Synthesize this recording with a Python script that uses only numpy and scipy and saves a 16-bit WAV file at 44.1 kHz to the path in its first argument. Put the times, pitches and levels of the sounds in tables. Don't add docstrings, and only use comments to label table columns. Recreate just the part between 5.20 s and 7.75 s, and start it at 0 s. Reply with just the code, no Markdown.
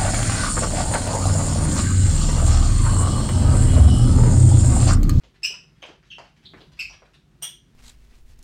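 import sys
import numpy as np
from scipy import signal
from scipy.fft import rfft, irfft, next_fast_len
from scipy.io import wavfile
from scipy.ndimage import map_coordinates

SR = 44100
rng = np.random.default_rng(int(sys.argv[2]) if len(sys.argv) > 2 else 0)


def ratio(d):
    e = np.asarray(d, float) / 20
    return 10 ** e


def unload_audio(sound):
    columns = np.transpose(np.atleast_2d(sound))
    steps = np.round(np.clip(columns, -1, 1) * 32767)
    wavfile.write(sys.argv[1], SR, steps.astype(np.int16))


N = 112455

# start_s, length_s, start_pitch_hz, end_pitch_hz, level_db
CHIRPS = [(0.231, 0.0096, 2676, 2513, -26), (0.242, 0.013, 2610, 2988, -29),
          (0.6204, 0.0049, 3060, 3040, -41), (0.902, 0.015, 3416, 2667, -40),
          (0.918, 0.01, 2778, 2790, -42.5), (1.25, 0.00515, 2890, 4290, -52.5),
          (1.2551, 0.00362, 4640, 3240, -39.5), (1.5903, 0.0052, 2484, 2662, -25.5),
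          (1.596, 0.0098, 2780, 2221, -33), (1.617, 0.0039, 2560, 2510, -33),
          (1.693, 0.0096, 5840, 5840, -49), (2.2227, 0.0062, 3014, 2970, -36.5),
          (2.227, 0.0057, 2970, 3460, -31)]
# second_db, third_db, fourth_db, fifth_db, sixth_db
HARMONICS = [(0, -11.5, -25.5, -30, -49), (-5, -21.5, -30.5, -27, -41), (-13, -30, -38, -47, -50),
             (-23.5, -45, -47, -61, -48), (-19.5, -41, -45, -50, -53), (-37, -44, -45, -50, -55),
             (-36, -47, -44, -50, -55), (-14, -22.5, -38, -27, -51), (-3, -18.5, -28.5, -40, -52.5),
             (-22, -26, -30, -38, -43), (-35, -40, -50, -55, -60), (1.5, 7.5, -4.5, -8, -27),
             (-13, -44, -14, -22, -40)]
# start_s, click_db, click_hz, thud_db, thud_hz
IMPACTS = [(.036, -44, 3080, -49.5, 427), (0.302, -53, 1530, -43, 460), (.437, -62, 1500, -57, 390),
           (0.627, -30, 2130, -35, 586), (0.689, -40.5, 2260, -40, 370), (.829, -46.5, 1500, -58, 885),
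           (0.9841, -41.5, 4300, -31, 740), (1.3363, -41, 1880, -38.5, 311),
           (1.4066, -40, 4120, -41.5, 376), (1.699, -43, 1500, -42.5, 850),
           (1.821, -55.5, 1057, -43.5, 600), (2.222, -46, 2360, -42.5, 765)]
# start_s, length_s, level_db, centre_hz
STROKES = [(.005, 0.026, -65.5, 1900), (0.136, 0.036, -62, 2700), (0.22, .012, -51.5, 4600),
           (0.329, 0.025, -53, 1850), (.47, 0.053, -72, 1810), (0.541, 0.21, -70.5, 2030),
           (0.642, 0.054, -57.5, 2350), (0.84, 0.053, -69.5, 3570), (0.875, 0.011, -90, 3200),
           (1.032, 0.039, -59.5, 1490), (1.07, 0.024, -61.5, 3370), (1.157, 0.028, -62.5, 3010),
           (1.227, 0.027, -62, 2600), (1.368, 0.025, -60, 1580), (1.438, 0.012, -63, 1200),
           (1.515, 0.018, -58.5, 3600), (1.565, 0.044, -60.5, 3500), (1.718, 0.034, -57, 2050),
           (1.845, 0.025, -63.5, 1467), (1.928, 0.037, -65.5, 3870), (2.103, .05, -78, 1600),
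           (2.215, 0.033, -49, 5600), (2.426, .03, -84, 1470)]
# frequency_hz, t60_s
REVERBERATION = [(200, 0.29), (800, 0.29), (2700, 0.34), (5500, 0.34), (9000, 0.25), (15000, 0.22)]
# delay_s, level_db
REFLECTIONS = [
    (.0072, -3),
    (.013, -4.5),
]
# frequency_hz, density_db
HUM_SPECTRUM = [(30, -8.5), (150, 2), (380, -13.5), (520, -25.5), (1600, -23), (4000, -27.5), (8000, -34),
                (16000, -46)]
# frequency_hz, width_hz, level_db over the hum
ROOM_MODES = [
    (49.8, 14, -2),
    (148.2, 10, -7),
    (367, 30, -12.5),
]

EDGE_S = 0.0018
PITCH_WANDER, PITCH_WANDER_HZ = 0.021, 500
FLUTTER_DB, FRAY_DB = -0.5, -16.5
BASS_CUT_SHARE = 0.27
CLICK_T60_S = 0.0022
CLICK_WIDTH, THUD_WIDTH, SCUFF_WIDTH = 0.49, 0.5, 1.6
TREAD_TOP_HZ = 6120
GRIT_DB, STROKE_PEAK = 7, 0.24
TAIL_DB, TAIL_RISE_S = 7, 0.0024
HUM_DB = -59.5


def squeaks():
    out = np.zeros(N)
    t = np.arange(2048) / SR
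    for (start_s, length_s, pitch0_hz, pitch1_hz, level_db), tones_db in zip(CHIRPS, HARMONICS):
        glide = pitch0_hz + (pitch1_hz - pitch0_hz) * np.clip(t / length_s, 0, 1)
        pitch_hz = glide * (1 + PITCH_WANDER * wobble(len(t), PITCH_WANDER_HZ))
        phase = 2 * np.pi * np.cumsum(pitch_hz) / SR
        stack = np.zeros(len(t))
        for order, tone_db in enumerate((0, *tones_db), 1):
            audible = order * pitch_hz < SR / 2
            stack += ratio(tone_db) * np.sin(order * phase) * audible
        fray = 1 + ratio(FRAY_DB) * wobble(len(t), 2914)
        envelope = np.clip(np.minimum(t, length_s + EDGE_S - t) / EDGE_S, 0, 1) ** 2
        level = ratio(level_db + FLUTTER_DB * wobble(len(t), 340))
        corner_hz = BASS_CUT_SHARE * pitch0_hz
        chirp = filtered(level * envelope * fray * stack, lambda f: (1j * f / (corner_hz + 1j * f)) ** 4)
        add_in_room(out, start_s, chirp)
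    return out


def taps():
    out = np.zeros(N)
    t = np.arange(2048) / SR
    for start_s, click_db, click_hz, thud_db, thud_hz in IMPACTS:
        burst = rng.standard_normal(len(t)) * ratio(-60 * t / CLICK_T60_S)
        impulse = 1. * (t == 0)
        click = through_tread(burst, click_hz, CLICK_WIDTH)
        thud = through_tread(impulse, thud_hz, THUD_WIDTH)
        click = ratio(click_db) * click / abs(click).max()
        thud = ratio(thud_db) * thud / abs(thud).max()
        add_in_room(out, start_s, click + thud)
    return out


def scuffs():
    out = np.zeros(N)
    t = np.arange(4096) / SR
    for start_s, length_s, level_db, centre_hz in STROKES:
        grit = rng.standard_normal(len(t)) * ratio(GRIT_DB * wobble(len(t), 600))
        rub = unit(through_tread(grit, centre_hz, SCUFF_WIDTH))
        stroke = np.interp(t / length_s, [0, STROKE_PEAK, 1], [0, 1, 0])
        add_in_room(out, start_s, ratio(level_db) * rub * stroke)
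    return out


def through_tread(x, centre_hz, width_share):
    resonance = peak(centre_hz, width_share * centre_hz)

    def response(f):
        tread = 1 / (1 + 1j * f / TREAD_TOP_HZ * 1.806 - (f / TREAD_TOP_HZ) ** 2) ** 2
        return tread * resonance(f)

    return filtered(x, response)


def add_in_room(out, start_s, contact):
    hz, t, bands = signal.stft(rng.standard_normal(SR // 2), SR, nperseg=256)
    decay = ratio(-60 * t / along(REVERBERATION, hz)[:, None])
    tail = signal.istft(bands * decay, SR, nperseg=256)[1]
    tail = tail * (1 - np.exp(-(np.arange(len(tail)) / SR / TAIL_RISE_S) ** 2))
    answer = ratio(TAIL_DB) * tail / np.linalg.norm(tail)
    answer[0] = 1
    for delay_s, level_db in REFLECTIONS:
        answer[round(delay_s * SR)] += ratio(level_db + rng.normal(0, 1.5))
    start = round(start_s * SR)
    heard = signal.fftconvolve(contact, answer)[:N - start]
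    out[start:][:len(heard)] += heard


def background():
    hum = unit(filtered(rng.standard_normal(N), lambda f: ratio(along(HUM_SPECTRUM, f))))
    total = hum * ratio(1.7 * wobble(N, 9.9))
    for mode_hz, width_hz, level_db in ROOM_MODES:
        mode = unit(filtered(rng.standard_normal(N), peak(mode_hz, width_hz)))
        total += ratio(level_db + 6.1 * wobble(N, 4.2)) * mode
    return ratio(HUM_DB - 1.5) * total


def peak(hz, width_hz):
    return lambda f: 1j * f * width_hz / (hz * hz - f * f + 1j * f * width_hz)


def filtered(x, response):
    size = next_fast_len(len(x) + 4096)
    spectrum = rfft(x, size) * response(np.fft.rfftfreq(size, 1 / SR))
    return irfft(spectrum, size)[:len(x)]


def wobble(size, rate):
    return map_coordinates(rng.standard_normal(size + 4), [np.arange(size) * rate / SR])


def along(points, hz):
    f, value = np.transpose(points)
    return np.interp(np.log(hz + 1), np.log(f + 1), value)


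def unit(x):
    return x / np.sqrt(np.mean(x ** 2) + 1e-20)


def scene():
    return (squeaks() + taps() + scuffs() + background())[None]


def top_cut(x):
    return signal.sosfilt(signal.butter(12, 16810, fs=SR, output="sos"), x)


def record(dry):
    mix = filtered(dry[0], lambda f: (f < 16000) / np.sqrt(1 + (38 / (f + 1)) ** 8))
    return top_cut(mix[None])


dry = scene()
out = record(dry)
unload_audio(out)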